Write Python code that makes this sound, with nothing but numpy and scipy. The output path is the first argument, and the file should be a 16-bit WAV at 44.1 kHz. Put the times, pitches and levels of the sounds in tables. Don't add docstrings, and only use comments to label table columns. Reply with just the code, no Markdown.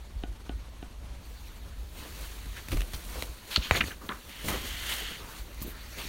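import sys
import numpy as np
from scipy import signal
from scipy.fft import rfft, irfft, next_fast_len
from scipy.io import wavfile
from scipy.ndimage import uniform_filter1d, map_coordinates

SR = 44100
rng = np.random.default_rng(int(sys.argv[2]) if len(sys.argv) > 2 else 0)


def to_wav(sig):
    pcm = np.clip(np.atleast_2d(sig), -1, 1) * 32767
    pcm = np.round(pcm).astype(np.int16)
    wavfile.write(sys.argv[1], SR, pcm.T)


def attenuation_scalar(level_db):
    decades = np.asarray(level_db, float) / 20
    return 10 ** decades


N = 268128


def unit(x):
    return x / np.sqrt(np.mean(x ** 2) + 1e-20)


def along(points, hz):
    f, v = np.transpose(points)
    return np.interp(np.log(hz + 1), np.log(f + 1), v)


def curve(rows):
    s, value = np.transpose(rows)
    return np.interp(np.arange(N) / SR, s, value)


def drift(rate_hz):
    knots = rng.standard_normal(int(N * 200 / SR) + 4)
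    return map_coordinates(knots, [np.arange(N) * rate_hz / SR])


def filtered(x, response):
    m = next_fast_len(len(x) + 8192)
    return irfft(rfft(x, m) * response(np.fft.rfftfreq(m, 1 / SR)), m)[:len(x)]


def resonance(f, hz, width_hz):
    return 1j * f * width_hz / (hz * hz - f * f + 1j * f * width_hz)


def dull(f, hz):
    return (hz * hz / (hz * hz - f * f + 1j * f * hz * 1.7)) ** 2


def grainy(spectrum, grain_db, rate_hz, patchy_db):
    z = signal.stft(rng.standard_normal(N + 512), nperseg=512)[2]
    patches = uniform_filter1d(rng.standard_normal(z.shape), size=9, axis=0)
    patches = unit(uniform_filter1d(patches, size=7, axis=1))
    noise = signal.istft(z * attenuation_scalar(patchy_db * patches), nperseg=512)[1][:N]
    noise = noise * attenuation_scalar(grain_db * drift(rate_hz))
    return unit(filtered(noise, lambda f: attenuation_scalar(along(spectrum, f))))


def swells(rest_db, rows):
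    ms = np.arange(0, N * 1000 / SR + 1)
    power = 0
    for s, db, rise_ms, fall_ms in rows:
        away = np.maximum((1000 * s - ms) / rise_ms, (ms - 1000 * s) / fall_ms)
        power = power + attenuation_scalar(db - 10 * away) ** 2
    return np.sqrt(attenuation_scalar(rest_db) ** 2 + np.interp(np.arange(N) * 1000 / SR, ms, power))


def crack(t, hz, ms):
    return np.sign(ms) * np.exp(-1.2 * np.abs(t * 1000 / ms) ** 1.25) * np.cos(2 * np.pi * hz * t)


def add(track, s, sound):
    track[round(s * SR):][:len(sound)] += sound


# start_s, tick_db, push_db, ring_db
TAPS = [
    (0.2355, -26.5, -8, -7),
    (0.493, -28.5, -6.5, -6.5),
    (0.826, -34, -6.5, -5),
]
# after_landing_ms, level_db, pitch_hz, half_length_ms (negative: swings away)
CONTACTS = [
    (.6, -6, 3300, .3),
    (1.47, -4, 2900, -.3),
    (1.45, -8, 1300, -.4),
    (1.95, -11, 3400, .45),
]
# pitch_hz, level_db, t60_s
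GLASS = [(274, 6.5, 0.013), (710, 0.5, 0.026), (1466, -14, 0.1), (1600, -31, 0.06), (1050, -12, 0.018),
         (2430, -20, .04), (3100, -24, .03)]


def stylus():
    out, t = np.zeros(N + SR), np.arange(SR // 8) / SR
    for s, db, push_db, ring_db in TAPS:
        chatter = rng.standard_normal(len(t)) * (t < 0.0024)
        tick = attenuation_scalar(-12) * filtered(chatter, lambda f: resonance(f, 3250, 1500) * dull(f, 4800))
        for after_ms, level_db, hz, ms in CONTACTS:
            tick = tick + attenuation_scalar(level_db) * crack(t - after_ms / 1000, hz, ms)
        tick = attenuation_scalar(db) * tick
        rebound = filtered(tick, lambda f: resonance(f, 2000, 1600) * dull(f, 3600))
        add(out, s, tick)
        add(out, s + 0.0085, attenuation_scalar(-7) * rebound)
        onset = 1 - np.exp(-(t / 0.00062) ** 2)
        modes = [attenuation_scalar(level_db - 60 * t / t60_s) * onset * np.sin(2 * np.pi * hz * t)
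                 for hz, level_db, t60_s in GLASS]
        add(out, s + 0.00242, attenuation_scalar(db + push_db + 9.5) * modes[0])
        add(out, s + 0.0029, attenuation_scalar(db + ring_db) * sum(modes[1:]))
    return out[:N]


# start_s, level_db, click_hz, thud_db, thud_hz
SLAP = [
    (3.7102, -2, 1800, -16.5, 85.5),
]


def slap():
    out, t = np.zeros(N + SR), np.arange(SR // 4) / SR
    for s, db, click_hz, thud_db, thud_hz in SLAP:
        u = (t - 0.0006) * click_hz * np.pi
        click = -(1 - 2 * u * u) * np.exp(-u * u)
        push = attenuation_scalar(3.5 - 60 * t / 0.0047) * np.sin(2 * np.pi * 550 * (t - 0.0008)) * (t > 0.0008)
        noise = filtered(rng.standard_normal(len(t)), lambda f: resonance(f, 1500, 2300) ** 2)
        rattle = attenuation_scalar(-13.5 - 60 * t / 0.018) * (t > 0.001) * unit(noise)
        add(out, s, attenuation_scalar(db) * (click + push + rattle))
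        add(out, s + 0.00427, attenuation_scalar(thud_db - 60 * t / 0.097) * np.sin(2 * np.pi * thud_hz * t))
    return out[:N]


# start_s, level_db, first_hz, last_hz, length_ms
FLICK = [
    (3.5592, -19, 2600, 4300, 3.5),
]


def flick():
    out, t = np.zeros(N + SR), np.arange(SR // 50) / SR
    rasp = lambda f: resonance(f, 6200, 1900) ** 2 + resonance(f, 1400, 900)
    for s, db, first_hz, last_hz, ms in FLICK:
        u = t * 1000 / ms
        turns = np.cumsum(first_hz + (last_hz - first_hz) * np.minimum(u, 1) ** 0.66) / SR
        grit = attenuation_scalar(3) * filtered(rng.standard_normal(len(t)), rasp)
        add(out, s, attenuation_scalar(db) * u ** 0.8 * np.exp(-u ** 9) * (np.sin(2 * np.pi * turns) + grit))
    return out[:N]


# middle_s, peak_db, pitch_hz, half_length_ms (negative: the sheet snaps away)
CRACKS = [(1.9935, -38, 9000, .06), (2.025, -46, 13500, .5), (2.0378, -38, 4200, .2), (2.46, -44, 3500, .4),
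          (2.7185, -31, 2950, 1.5), (2.773, -38, 2200, 1.5), (3.2245, -26, 3950, .6),
          (3.5607, -10, 3100, .7), (3.5622, -5.5, 4250, .8), (3.5625, -22, 1350, 1.5),
          (3.5662, -23, 1350, 1.3), (3.5712, -25, 3400, 1), (3.7505, -22, 2200, -1.2),
          (3.7557, -20, 1700, -.8), (3.7685, -23, 4100, 1.2), (3.8073, -19, 2100, -.6),
          (3.8081, -22, 4000, .2), (3.8091, -11.5, 2500, .5), (3.8107, -15, 2700, -.4),
          (3.8122, -21, 3100, .6), (3.8117, -15, 1700, -.4), (3.8137, -17, 2200, .4),
          (3.8149, -21, 2300, -.4), (3.8165, -22, 1500, .8), (3.8395, -30, 2100, 1),
          (3.9155, -33, 1700, 1.2), (3.9195, -33, 3000, 1.2), (4.0914, -25, 1850, -.9),
          (4.0925, -35, 3250, 1.2), (4.0952, -28, 1250, 1), (4.0978, -30, 1500, -.6),
          (4.1022, -32, 1950, -.8), (4.1048, -28, 1050, .9), (4.1182, -31, 1600, -.8),
          (4.1195, -38, 3400, .8), (4.1218, -28, 1350, -1.2), (4.123, -33, 2000, -.7),
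          (4.4855, -24, 2200, .4), (4.4878, -24, 2800, .4)]
# middle_s, peak_db, pitch_hz, half_length_ms (sign as above)
KNOCKS = [(2.7325, -31, 420, -1.5), (2.7465, -33, 330, 2), (2.7655, -34, 330, 2), (3.158, -33, 600, 1),
          (3.184, -34, 500, 1), (3.2262, -24, 480, 1.1), (3.577, -27, 330, 1.5), (3.5802, -26, 380, 1.2),
          (3.5828, -23, 150, -2.5), (3.8417, -29, 250, -2), (3.8838, -31, 400, -1.2),
          (4.0938, -31, 330, -2), (4.0985, -35, 200, -2.5), (4.103, -35, 300, -1.5),
          (4.1297, -36, 300, 1.5), (5.011, -36, 700, 1.2), (5.6295, -42, 1150, 3), (5.619, -31, 190, 2),
          (5.6505, -30, 270, 2), (5.658, -35, 300, -1.5), (5.666, -35, 300, -1.5), (5.6797, -34, 310, 2),
          (5.6815, -35, 150, -2.5), (5.69, -37, 350, -1.5)]


def creases():
    out, t = np.zeros(N + SR), np.arange(SR // 50) / SR
    for s, db, hz, ms in CRACKS + KNOCKS:
        add(out, s - 0.01, attenuation_scalar(db) * crack(t - 0.01, hz, ms))
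    return out[:N]


# freq_hz, level_db_per_hz
FIZZ = [(1500, 2.5), (4000, 1.5), (6500, 0.5), (9000, 2.5), (15500, -2)]


def paper(rows, rise, sharpness, grit_db, fizz_db):
    out, t = np.zeros(N + SR), np.arange(SR // 6) / SR
    for s, db, hz, ms, flap_db in rows:
        width_hz = hz / sharpness
        sheet = lambda f: (resonance(f, hz, width_hz) * resonance(f, hz, 2 * width_hz)
                           * dull(f, max(4800, 1.54 * hz)))
        u = t * 1000 / ms
        body, fizz, flap, grit = rng.standard_normal((4, len(t)))
        shape = np.clip(u / rise, 0, 1) * np.exp(-u ** 4)
        shape = shape * attenuation_scalar(grit_db * unit(uniform_filter1d(grit, size=90)))
        size = np.sqrt(np.mean(shape ** 2))
        body = unit(filtered(shape * body, sheet))
        fizz = unit(filtered(shape * fizz, lambda f: attenuation_scalar(along(FIZZ, f))))
        flap = unit(filtered(shape * flap, lambda f: resonance(f, 300, 910) ** 2))
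        burst = body + attenuation_scalar(fizz_db) * fizz + attenuation_scalar(flap_db) * flap
        add(out, s - 0.0005, attenuation_scalar(db - 9.5) * size * burst)
    return out[:N]


# start_s, level_db, pitch_hz, length_ms, flap_db
SNAPS = [(2.457, -42, 1800, 6, -9), (2.685, -28.5, 2280, 3.4, -1), (2.718, -29, 3300, 5.3, -6),
         (2.769, -34, 2300, 9, 3), (2.807, -26, 2300, 2.7, -3), (2.8178, -28.5, 2290, 3.7, -6),
         (2.934, -28.5, 2500, 3.1, -2), (3.2237, -19.5, 2600, 2, -12), (4.4838, -21.5, 1900, 6.5, -9),
         (5.545, -40, 10000, 3.8, -30), (5.6165, -38, 7000, 3.2, -10), (5.6215, -32, 9000, 3.1, -6)]
# start_s, level_db, pitch_hz, length_ms, flap_db
SCUFFS = [(2.56, -35.5, 2100, 42, -16), (2.716, -30, 2800, 25, -7), (2.937, -32, 4200, 16, -20),
          (3.155, -48.5, 1970, 50, 13.5), (3.23, -50, 2538, 26, 6), (3.505, -28, 3740, 83, -34),
          (3.755, -23.5, 3180, 33, -2), (4.444, -45, 2000, 15, 11), (4.483, -33, 3100, 36, 7),
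          (5.98, -34, 3150, 60, -4.5)]


def free_sheet():
    snaps = paper(SNAPS, rise=0.17, sharpness=0.95, grit_db=2.0, fizz_db=0.5)
    return snaps + paper(SCUFFS, rise=0.12, sharpness=1.5, grit_db=0.5, fizz_db=-6)


# start_s, level_db, pitch_hz, length_ms, flap_db
POPS = [(3.5605, -26, 2100, 7.5, -25), (3.5635, -25, 4200, 3.9, -25), (3.5705, -25, 3600, 3.5, -25),
        (3.8068, -24, 2000, 11, -31), (3.8105, -36, 3200, 4, -32), (3.839, -35, 1940, 8.1, -6),
        (4.0902, -34, 1790, 4, -5), (4.0905, -38, 3250, 6, -20), (4.1165, -33, 1660, 9, -4)]
# start_s, level_db, pitch_hz, length_ms, flap_db
DRAGS = [(3.575, -38, 3960, 69, -16), (3.62, -28.5, 3440, 66, -28), (3.714, -27.5, 2130, 89, -7),
         (3.749, -21, 1670, 15.5, -6.5), (3.815, -25, 1920, 11, -11.5), (3.905, -34, 1630, 30, -8),
         (4.011, -41, 1210, 58, -10.5), (4.093, -29, 1330, 13, -6.5), (4.106, -28, 1200, 22, -19),
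         (4.126, -40, 1340, 60, -10), (4.51, -33, 1110, 77, -2), (5.2, -42, 1090, 66, -20),
         (5.27, -43, 1200, 100, -17), (5.607, -40, 13100, 9, -25), (5.621, -29.5, 15200, 23, -25),
         (5.665, -38, 14500, 59, -25)]


def sheet_on_glass():
    pops = paper(POPS, rise=0.094, sharpness=2.1, grit_db=7.5, fizz_db=-24)
    return pops + paper(DRAGS, rise=0.063, sharpness=1.85, grit_db=1.0, fizz_db=-28)


SQUEAK_HZ = 6720
# start_s, level_db, length_ms
SQUEAKS = [
    (3.625, -46, 59),
    (3.715, -38, 23),
    (3.742, -31, 6),
    (3.755, -33.5, 34),
    (3.83, -44, 37),
]


def squeaks():
    rows = [(s, db, SQUEAK_HZ, ms, -30) for s, db, ms in SQUEAKS]
    return paper(rows, rise=0.18, sharpness=13, grit_db=5.0, fizz_db=-30)


# time_s, level_db
SMOOTHING = [(4.29, -51), (4.47, -45.5), (4.545, -39.5), (4.6, -48), (4.65, -43), (4.836, -40), (4.93, -34),
             (4.96, -39), (5.09, -39), (5.16, -44)]
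# pitch_hz, width_hz, level_db
POCKET = [(2010, 600, -1), (3010, 530, 3), (4200, 490, -13), (6400, 840, -11)]
TOUCH_S, LIFT_S = 0.017, 0.18


def smoothing():
    before = [(SMOOTHING[0][0] - TOUCH_S, -90)]
    after = [(SMOOTHING[-1][0] + LIFT_S, -90)]
    level_db = curve(before + SMOOTHING + after)
    friction = rng.standard_normal(N) * attenuation_scalar(0.78 * drift(110))
    modes = lambda f: sum(attenuation_scalar(db) * resonance(f, hz, width_hz) for hz, width_hz, db in POCKET)
    return attenuation_scalar(level_db) * unit(filtered(friction, lambda f: modes(f) * resonance(f, 2000, 4600)))


# time_s, level_db
RUSTLE = [(0, -62.5), (0.45, -60.5), (1.1, -63.5), (1.85, -63), (2.5, -66), (3.3, -57), (3.46, -56.5),
          (4.0, -68), (4.25, -53.5), (4.75, -50.5), (5.39, -51), (5.44, -56), (5.75, -52), (6.08, -47.5)]
# peak_s, level_db, rise_ms_per_10db, fall_ms_per_10db
ARMS = [(1.26, -58.5, 50, 597), (1.57, -57, 400, 200), (1.99, -48, 148, 698), (2.22, -64, 400, 400),
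        (2.72, -48, 44, 200), (2.952, -45.5, 30, 48), (3.12, -53, 298, 300), (3.232, -47.5, 200, 30),
        (3.526, -50, 70, 40), (3.642, -49, 40, 100), (3.766, -47, 200, 70), (3.882, -47, 50, 97),
        (4.066, -49.5, 126, 75), (4.296, -47, 25, 17), (4.398, -44.5, 12, 15), (4.444, -37, 3, 150),
        (4.542, -44, 150, 150), (4.67, -50, 200, 45), (5.024, -50, 200, 60), (5.11, -48.5, 90, 109),
        (5.212, -53.5, 80, 500), (5.598, -54, 300, 604), (5.992, -46, 67, 118)]
# peak_s, level_db, rise_ms_per_10db, fall_ms_per_10db, fizz_over_it_db
SLIDES = [(1.25, -59.5, 29, 600, -2), (1.53, -57.5, 391, 200, -10), (2.0, -48.5, 53, 300, -16),
          (2.22, -49, 206, 392.5, 1.3), (2.58, -45.5, 75, 130, -10), (2.72, -47.5, 39, 159, 3),
          (2.952, -52, 35, 52, 8), (3.12, -50, 200, 300, 2.3), (3.232, -47.5, 200, 37, 2.5),
          (3.526, -44.5, 54, 40, 1), (3.66, -43.5, 92, 62, -7), (3.766, -34.5, 70, 48, -6.5),
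          (3.882, -41.5, 90, 51, -4), (4.151, -59.5, 153, 150, 8.5), (4.32, -57, 80, 150, 3),
          (4.5, -41.5, 48, 31, 8), (4.55, -43, 58, 250, -8), (4.67, -43.5, 44, 63, 2.5),
          (4.92, -52, 131, 119, 16.5), (5.39, -56.5, 202, 42, 7), (5.63, -51.5, 68, 120, -10),
          (5.7, -63, 100, 55, -7), (5.992, -41, 33, 124, -6)]
# freq_hz, level_db_per_hz
BEDDING = [(60, -3), (110, -5), (250, -3.5), (600, -7.5), (1200, -29), (3000, -19.5)]
# freq_hz, level_db_per_hz
SLIDE = [(400, -51), (900, -1.5), (2000, -1.5), (3100, -2.5), (4500, -1), (5200, -10.5), (6600, -7),
         (9000, -14.5)]
REST_BEDDING_DB, REST_FIZZ_DB = -6.5, -9


def rustle():
    rest_db = curve(RUSTLE)
    pressure_db = 0.7 * drift(16)
    fizz_rows = [(s, db + fizz_db, rise, fall) for s, db, rise, fall, fizz_db in SLIDES]
    bedding = swells(rest_db + REST_BEDDING_DB, ARMS) * attenuation_scalar(pressure_db)
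    slide = swells(rest_db, [row[:4] for row in SLIDES]) * attenuation_scalar(pressure_db)
    fizz = swells(rest_db + REST_FIZZ_DB, fizz_rows) * attenuation_scalar(pressure_db / 3)
    bedding = bedding * grainy(BEDDING, grain_db=2, rate_hz=60, patchy_db=3.0)
    slide = slide * grainy(SLIDE, grain_db=0.5, rate_hz=200, patchy_db=2.5)
    return bedding + slide + fizz * grainy(FIZZ, grain_db=-1.5, rate_hz=200, patchy_db=0.0)


# start_s, level_db, pitch_hz, length_ms
BUMPS = [(2.451, -42, 197, 26), (2.697, -29, 95, 91), (2.723, -31, 257, 26), (2.939, -42, 149, 19),
         (3.22, -38, 313, 13), (3.5753, -36, 220, 12), (3.77, -35, 194, 94), (4.029, -39.5, 200, 25),
         (4.447, -35, 113, 90), (4.49, -42, 246, 91), (4.53, -37, 437, 45), (5.615, -43, 166, 39),
         (5.644, -44, 328, 29), (5.672, -44, 400, 13)]


def bumps():
    out, t = np.zeros(N + SR), np.arange(SR // 4) / SR
    for s, db, hz, ms in BUMPS:
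        u = t * 1000 / ms
        puff = unit(filtered(rng.standard_normal(len(t)), lambda f: resonance(f, hz, 0.62 * hz) ** 2))
        add(out, s, attenuation_scalar(db) * np.clip(u / 0.4, 0, 1) * np.exp(-1.5 * u * u) * puff)
    return out[:N]


# time_s, level_db
WOBBLE = [(0, -45), (1.9, -46.5), (2.15, -43), (2.66, -49), (2.9, -50), (3.1, -40.5), (3.36, -53),
          (4.2, -68), (4.7, -41.5), (5.17, -48), (5.4, -55), (5.55, -41), (6.08, -47.5)]
# peak_s, level_db, ms_per_10db (each side)
NUDGES = [(0.03, -45, 37), (0.17, -34, 51), (0.3, -32, 19), (0.56, -33.5, 40), (0.82, -44, 68),
          (1.01, -43, 47), (1.12, -36.5, 38), (1.2, -39, 23), (1.3, -38.5, 23), (1.49, -42, 117),
          (1.69, -39.5, 78), (1.81, -41.5, 90), (2.49, -35.5, 90), (2.78, -24.5, 49), (2.96, -25, 13),
          (3.18, -37.5, 50), (3.3, -37.5, 39), (3.84, -33.5, 75), (4.05, -42.5, 33), (4.15, -45, 26),
          (4.27, -48, 29), (4.54, -37.5, 104), (5.25, -39, 31), (5.42, -39.5, 38), (6.08, -38, 25)]
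# start_s, level_db, pitch_hz, t60_s
THUMPS = [
    (0.268, -24.5, 45.8, 0.33),
    (0.536, -41, 50, 0.082),
    (2.751, -14.5, 41.3, 0.48),
    (2.94, -18, 44.3, 0.12),
    (3.576, -16, 77, 0.07),
    (3.587, -15, 48, 0.11),
]


def wobble():
    mode = resonance(np.fft.rfftfreq(N, 1 / SR), 50.3, 25.0) ** 2
    swing = np.fft.ifft(rfft(rng.standard_normal(N)) * mode, N)
    steady = swing.real / np.abs(swing) ** 0.33
    out, t = np.zeros(N + SR), np.arange(SR // 2) / SR
    for s, db, hz, t60_s in THUMPS:
        envelope = attenuation_scalar(db - 4 - 60 * t / t60_s) * (1 - np.exp(-t / 0.0039))
        add(out, s, envelope * np.sin(2 * np.pi * hz * t))
    shaken = swells(curve(WOBBLE), [(s, db, ms, ms) for s, db, ms in NUDGES])
    return np.minimum(shaken, attenuation_scalar(-32.5)) * unit(steady) + out[:N]


# start_s, end_s, pitch_hz, level_db
FAR_TONE = [
    (0.99, 1.198, 573, -60.5),
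]


def outside():
    t = np.arange(N) / SR
    out = np.zeros(N)
    for start_s, end_s, hz, db in FAR_TONE:
        fade = np.clip(np.minimum(t - start_s, end_s - t) / 0.021, 0, 1)
        out += attenuation_scalar(db) * fade * np.sin(2 * np.pi * hz * t)
    return out


# freq_hz, level_db_per_hz
HISS = [(53, -4.5), (90, -7), (151, -13.5), (214, -13), (467, -20), (1090, -22.5), (1680, -27),
        (3430, -29.5), (11800, -36.5), (16000, -84)]
HISS_DB = -51.5


def hiss():
    return attenuation_scalar(HISS_DB) * grainy(HISS, grain_db=-1.76, rate_hz=52, patchy_db=-1.2)


# freq_hz, t60_s
ROOM = [(200, 0.33), (2000, 0.075), (10000, 0.068)]


def room(x):
    hz, t, z = signal.stft(rng.standard_normal(SR // 3), SR, nperseg=256)
    decay = attenuation_scalar(-60 * t / along(ROOM, hz)[:, None])
    tail = signal.istft(z * decay, SR, nperseg=256)[1]
    return signal.fftconvolve(np.pad(x, (300, 0)), tail / np.linalg.norm(tail))[:N]


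def scene():
    hits = stylus() + slap() + flick() + creases() + free_sheet() + sheet_on_glass() + squeaks()
    moves = smoothing() + rustle() + bumps() + wobble()
    return (hits + attenuation_scalar(-15.0) * room(hits) + moves + outside() + hiss())[None]


def low_pass(x):
    return signal.sosfilt(signal.butter(12, 16480, fs=SR, output="sos"), x)


# freq_hz, width_hz, depth (0-1)
DIPS = [(4990, 370, 0.42), (7700, 2000, 0.29), (10440, 370, 0.9)]
TOP_HZ = 15850


def record(dry):
    def port(f):
        notches = [1 - depth * resonance(f, hz, width_hz) for hz, width_hz, depth in DIPS]
        return np.prod(notches, axis=0) * (f < TOP_HZ)
    mix = filtered(dry[0], port)[None]
    return low_pass(mix)


dry = scene()
out = record(dry)
to_wav(out)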